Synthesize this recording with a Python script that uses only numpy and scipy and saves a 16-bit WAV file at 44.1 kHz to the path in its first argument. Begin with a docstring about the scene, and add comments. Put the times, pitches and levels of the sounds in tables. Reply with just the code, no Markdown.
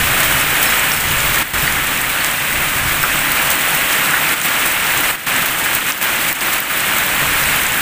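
"""Heavy rain from under an eave

A nearly mono microphone stands under an eave, facing tiled roofs and a wet concrete yard.
Countless drops ring the tiles and merge into a wash farther off. Nearer ones splash on the ground
and trap bubbles in puddles; close by, fat drips smack down from the roof edge, and others knock or tink.
A light wind rumbles on the microphone, and a few times the level of rain and wind dips briefly."""
import sys
import numpy as np
from scipy import signal
from scipy.fft import rfft, irfft, next_fast_len
from scipy.io import wavfile
from scipy.ndimage import uniform_filter1d

SR = 44100
rng = np.random.default_rng(int(sys.argv[2]) if len(sys.argv) > 2 else 0)


def unload_wav(signal):
    """Save mono or channel-first audio to the path in sys.argv[1] as 16-bit WAV at rate SR, clipped to [-1, 1]."""
    wavfile.write(
        sys.argv[1],
        SR,
        np.round(np.clip(np.atleast_2d(signal).T, -1, 1) * 32767).astype(np.int16),
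    )


N = 344421

# strength of the downpour, as the roar of the roofs: time_s, level_db
DOWNPOUR = [(0.0, -16.5), (0.24, -16), (0.45, -16.5), (0.7, -15.2), (1.05, -17.5), (1.55, -17),
            (1.85, -18.5), (2.8, -18.5), (3.0, -17.5), (4.0, -16.5), (4.7, -17), (5.05, -17), (5.38, -17),
            (5.55, -18.9), (5.93, -17.0), (6.15, -18.0), (6.75, -17.9), (7.3, -17)]
# tone of the roofs, the yard and the wind on the microphone: frequency_hz, relative_db
ROOF_SPECTRUM = [(90, -23.5), (150, -6.5), (210, -8), (310, -6), (400, -11), (520, -9), (750, -7.5),
                 (1050, -6), (1400, -2), (1800, -1.5), (2300, -2), (3000, -6), (3900, -14), (5200, -26),
                 (15000, -50)]
YARD_SPECTRUM = [(600, -27), (2000, -7), (3700, -2.5), (5200, -6.5), (6300, -4.5), (7400, -2), (8300, 2.5),
                 (9300, -3), (11000, -3), (13500, -2)]
WIND_SPECTRUM = [(10, -4), (25, -5), (45, -1), (65, -5.5), (85, -2), (108, -7.5), (145, 1.5), (180, -10.5),
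                 (230, -13.5), (500, -26.5)]
# gusts on the microphone: crest_s, level_db
GUSTS = [(0.03, -21), (0.35, -30), (1.12, -22.5), (1.6, -24.5), (2.58, -30), (2.86, -25), (5.0, -32),
         (7.32, -26.5)]
# the fattest drips, on wet concrete close by: start_s, peak_db, pitch_hz, spray_fade_s
EAVE_DRIPS = [(0.2318, -7, 7100, 0.024), (0.6276, -2, 14800, 0.025), (0.702, -9, 8400, .012),
              (0.9175, -6, 6500, .002), (1.2037, -6, 7100, .003), (1.6239, -7, 15000, .002),
              (1.7246, -4.5, 10700, .001), (2.2455, -5, 8500, .005), (3.0299, -5, 14500, .005),
              (3.317, -4, 15000, .004), (3.503, -3, 14500, 0.016), (3.515, -6, 8000, 0.023),
              (3.7482, -6, 14900, .003), (3.9276, -8, 5000, .005), (4.291, -12, 4900, .005),
              (4.4152, -5.5, 8800, .002), (4.9745, -7, 7200, .003), (5.4221, -6, 13200, .006),
              (5.4596, -5, 15000, 0.0037), (5.7497, -2, 14900, 0.011), (5.921, -8, 6950, .002),
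              (6.0268, -6, 15000, .004), (6.3276, -7, 14200, .002), (6.4084, -12, 6200, .002),
              (6.602, -5, 14600, .002), (7.4373, -9, 6200, .005), (7.6346, -9, 6200, .005)]
# heavy drops knocking hollowly: start_s, level_db, pitch_hz
KNOCKS = [(0.312, -6, 1670), (1.375, -8, 1800), (1.677, -6, 1940), (3.038, -1.5, 1520), (4.135, -6.5, 1450),
          (4.142, -5.5, 1660), (5.368, -11, 1890), (5.66, -6.5, 1700), (6.965, -8, 1440),
          (7.205, -10, 1800)]
# drips with a thin ring, plus two short bubble plinks near 4.5 kHz: start_s, level_db, pitch_hz, fade_s
TINKS = [(0.40, -30, 5325, .03), (0.665, -22, 5300, .025), (0.925, -30, 5325, .025),
         (0.935, -23, 9225, .03), (0.962, -31, 5325, .025), (1.185, -22, 7100, .025),
         (1.625, -30, 5325, .03), (1.672, -21, 4520, .008), (2.205, -23, 4420, .01),
         (3.021, -27, 5350, .03), (5.84, -26, 8620, .03)]
# brief dips in the level of rain and wind: start_s, end_s, depth_db
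LEVEL_DIPS = [(0.945, 1.04, 1.5), (1.43, 1.535, 9.3), (4.343, 4.447, 4.5), (5.114, 5.265, 5.5),
              (5.159, 5.265, 6), (5.791, 5.865, 2.5), (5.913, 6.012, 8), (6.323, 6.411, 6),
              (6.594, 6.697, 4)]
# very faint left-right hiss around 2 kHz, mono above 3 kHz: frequency_hz, relative_db
SIDE_HISS_SPECTRUM = [(150, 2), (450, 0), (1000, -2), (1800, 11), (2400, 8.5), (2900, -61), (3400, -60),
                      (4000, -83)]
# slight lean to the right: frequency_hz, left_minus_right_db
BALANCE = [(400, -1.2), (1100, -.45), (2200, -.7), (2750, 0)]
# the microphone rings near the top of its range: frequency_hz, gain_db
MICROPHONE_RESPONSE = [(12500, 0), (13800, 1), (14600, 3.5), (15100, 6.5), (15400, 8.5)]


def from_db(db):
    return 10 ** (np.asarray(db) / 20)


def unit_rms(x):
    return x / np.sqrt(np.mean(x ** 2) + 1e-20)


def coloured(x, spectrum):
    """A causal (minimum-phase) filter with the given spectrum."""
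    size = 2 * next_fast_len(N // 2 + SR // 10)
    hz, level_db = np.transpose(spectrum)
    grid_hz = np.maximum(np.arange(size // 2 + 1) * SR / size, 1)
    magnitude = from_db(np.interp(np.log(grid_hz), np.log(hz), level_db))
    cepstrum = irfft(np.log(magnitude))
    cepstrum[1:size // 2] *= 2
    cepstrum[size // 2 + 1:] = 0
    return irfft(rfft(x, size) * np.exp(rfft(cepstrum)), size)[..., :N]


def drops(per_s, spread_db):
    """Impacts at random moments: many small, a few large."""
    sizes = from_db(spread_db * np.minimum(rng.exponential(1, N), 4))
    return sizes * (rng.random(N) < per_s / SR)


def random_signs(x):
    return x * rng.choice([-1, 1], N)


def fading(x, fade_s):
    """Each impulse dies away exponentially."""
    return signal.lfilter([1], [1, -np.exp(-1 / (fade_s * SR))], x + 1e-18)


def ring(clicks, hz, t60_s):
    """A unit click sets a sine of height 1 ringing."""
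    radius, angle = from_db(-60 / (t60_s * SR)), 2 * np.pi * hz / SR
    return signal.lfilter([0, np.sin(angle)], [1, -2 * radius * np.cos(angle), radius ** 2], clicks + 1e-18)


def broad_ring(clicks, hz, width_hz):
    """A resonance set by its bandwidth: the wider, the shorter."""
    return ring(clicks, hz, t60_s=np.log(1000) / (np.pi * width_hz))


def add(out, start_s, sound):
    """Mixes a short sound in at start_s."""
    at = max(round(start_s * SR), 0)
    out[at:at + len(sound)] += sound[:max(N - at, 0)]


def downpour_db(surge_db, surge_s):
    """The strength of the rain, swinging slightly at random as it comes in sheets."""
    trend_db = np.interp(np.arange(N) / SR, *np.transpose(DOWNPOUR))
    width = round(surge_s * SR)
    sheets = uniform_filter1d(uniform_filter1d(rng.standard_normal(N), width), width)
    return trend_db + surge_db * unit_rms(sheets)


def roofs(per_s, spread_db, tile_t60_s, far_db, count=24):
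    """Every drop rings one clay tile briefly; the far roofs merge into a smooth wash."""
    near = sum(ring(random_signs(drops(per_s / count, spread_db)), hz, tile_t60_s)
               for hz in np.linspace(600, 4200, count))
    far = from_db(far_db) * rng.standard_normal(N)
    return unit_rms(coloured(unit_rms(near) + far, ROOF_SPECTRUM))


def yard(per_s, spread_db, spray_s, tick_db, far_db):
    """A drop gives a tick and a puff of spray; run-off from the eaves throws showers of droplets."""
    showers = fading(drops(per_s=45, spread_db=3.5) ** 2, fade_s=0.011)
    hits = drops(per_s * (1 + showers / showers.mean()) / 2, spread_db)   # half steady, half in showers
    ticks = from_db(tick_db) * unit_rms(random_signs(hits))
    spray = unit_rms(np.sqrt(fading(hits ** 2, spray_s)) * rng.standard_normal(N))
    far = from_db(far_db) * rng.standard_normal(N)
    return unit_rms(coloured(ticks + spray + far, YARD_SPECTRUM))


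def puddles(per_s, spread_db, t60_s, count=30):
    """Tiny trapped bubbles ring for a moment, each at the pitch of its size."""
    bubbles = sum(ring(drops(per_s / count, spread_db), hz, t60_s)
                  for hz in np.linspace(3500, 15400, count))
    return unit_rms(coloured(bubbles, YARD_SPECTRUM))


def small_drips(per_s, spread_db, fade_s, width_hz, count=8):
    """Lesser drips land at random along the eaves, each a short smack with a broad pitch."""
    smacks = np.zeros(N)
    for hz in np.linspace(6000, 15000, count):
        impacts = fading(drops(per_s / count, spread_db), fade_s) * rng.standard_normal(N)
        smacks += broad_ring(impacts, hz, width_hz)
    return unit_rms(coloured(smacks, YARD_SPECTRUM))


def wind(breeze_db, rise_s, fall_s):
    """Rumble on the microphone: a faint breeze, with gusts that swell fast and die slowly."""
    t = np.arange(N) / SR
    power = from_db(breeze_db) ** 2
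    for crest_s, level_db in GUSTS:
        gust = from_db(level_db) * np.exp(-np.maximum((crest_s - t) / rise_s, (t - crest_s) / fall_s))
        power = power + gust ** 2
    return np.sqrt(power) * unit_rms(coloured(rng.standard_normal(N), WIND_SPECTRUM))


def eave_drips(smack_s, width_hz, splat_db, spray_db):
    """Close to the microphone: a sharp splat with a broad pitch, then droplets falling back."""
    smacks, showers = np.zeros(N), np.zeros(N)
    t = np.arange(SR // 10) / SR
    low_cut = signal.butter(2, 4000, "high", fs=SR, output="sos")   # a water film radiates little bass
    for start_s, peak_db, hz, spray_fade_s in EAVE_DRIPS:
        impact = signal.sosfilt(low_cut, rng.standard_normal(len(t)) * np.exp(-t / smack_s))
        smack = unit_rms(broad_ring(impact, hz, width_hz)) + from_db(splat_db) * unit_rms(impact)
        add(smacks, start_s, from_db(peak_db) * smack / np.abs(smack).max())
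        add(showers, start_s, from_db(peak_db + spray_db) * np.exp(-t / spray_fade_s))
    droplets = unit_rms(random_signs(drops(per_s=8000, spread_db=3)))
    return smacks + coloured(showers * droplets, YARD_SPECTRUM)


def knocks(rise_s, scatter_db, scatter_s):
    """A heavy drop gives a short hollow ring, scattered by the walls of the yard."""
    out, t = np.zeros(N), np.arange(SR // 10) / SR
    envelope = t / rise_s * np.exp(1 - t / rise_s)
    for start_s, level_db, hz in KNOCKS:
        knock = np.sin(2 * np.pi * hz * t) * envelope
        walls = from_db(scatter_db) * rng.standard_normal(len(t)) * np.exp(-t / scatter_s)
        echoes = signal.fftconvolve(knock, walls)[:len(t)]
        add(out, start_s, from_db(level_db) * (knock + echoes))
    return out


def tinks():
    """Some drips give a faint, thin metallic ring, and a couple of bubbles plink near 4.5 kHz: one dying sine
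    each."""
    out, t = np.zeros(N), np.arange(SR // 4) / SR
    for start_s, level_db, hz, fade_s in TINKS:
        add(out, start_s, from_db(level_db) * np.sin(2 * np.pi * hz * t) * np.exp(-t / fade_s))
    return out


def level_dips(sink_s, return_s):
    """A gain that sinks quickly, holds and snaps back."""
    gain_db, t = np.zeros(N), np.arange(N) / SR
    for start_s, end_s, depth_db in LEVEL_DIPS:
        ramps = np.minimum((t - start_s) / sink_s, (end_s - t) / return_s)
        gain_db -= depth_db * np.clip(ramps + 0.5, 0, 1)
    return from_db(gain_db)


def scene():
    """One downpour drives roofs and yard; they dip with the wind, while the nearest drips stay on top."""
    rain_db = downpour_db(surge_db=0.5, surge_s=0.075)
    roar = from_db(rain_db) * roofs(per_s=4500, spread_db=2.5, tile_t60_s=0.016, far_db=9)
    splash = yard(per_s=3000, spread_db=1.5, spray_s=0.0015, tick_db=-2, far_db=4)
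    bubbles = from_db(-10) * puddles(per_s=600, spread_db=2, t60_s=0.0075)
    patter = from_db(-14) * small_drips(per_s=10, spread_db=1, fade_s=0.0017, width_hz=2000)
    ground = from_db(rain_db - 3.5) * (splash + bubbles + patter)
    drips = eave_drips(smack_s=0.0012, width_hz=1500, splat_db=-6, spray_db=-9)
    rumble = wind(breeze_db=-37, rise_s=0.18, fall_s=0.38)
    knocking = knocks(rise_s=0.00054, scatter_db=-24.5, scatter_s=0.022)
    gain = level_dips(sink_s=0.006, return_s=0.004)
    mid = gain * (roar + ground + rumble) + drips + knocking + tinks()
    side_hiss = unit_rms(coloured(rng.standard_normal(N), SIDE_HISS_SPECTRUM))
    side = gain * from_db(rain_db - 30) * side_hiss   # so faint that the image stays nearly mono
    left = coloured(mid, [(hz, db / 2) for hz, db in BALANCE])
    right = coloured(mid, [(hz, -db / 2) for hz, db in BALANCE])
    return np.array([left + side, right - side])


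def record(dry):
    """The microphone brightens the treble, the tallest peaks clip, and the very top is cut steeply."""
    clipped = np.clip(coloured(dry, MICROPHONE_RESPONSE), -0.92, 0.92)
    high_cut = signal.ellip(14, 0.1, 90, 15470, fs=SR, output="sos")
    return signal.sosfilt(high_cut, clipped)


dry = scene()
out = record(dry)
unload_wav(out)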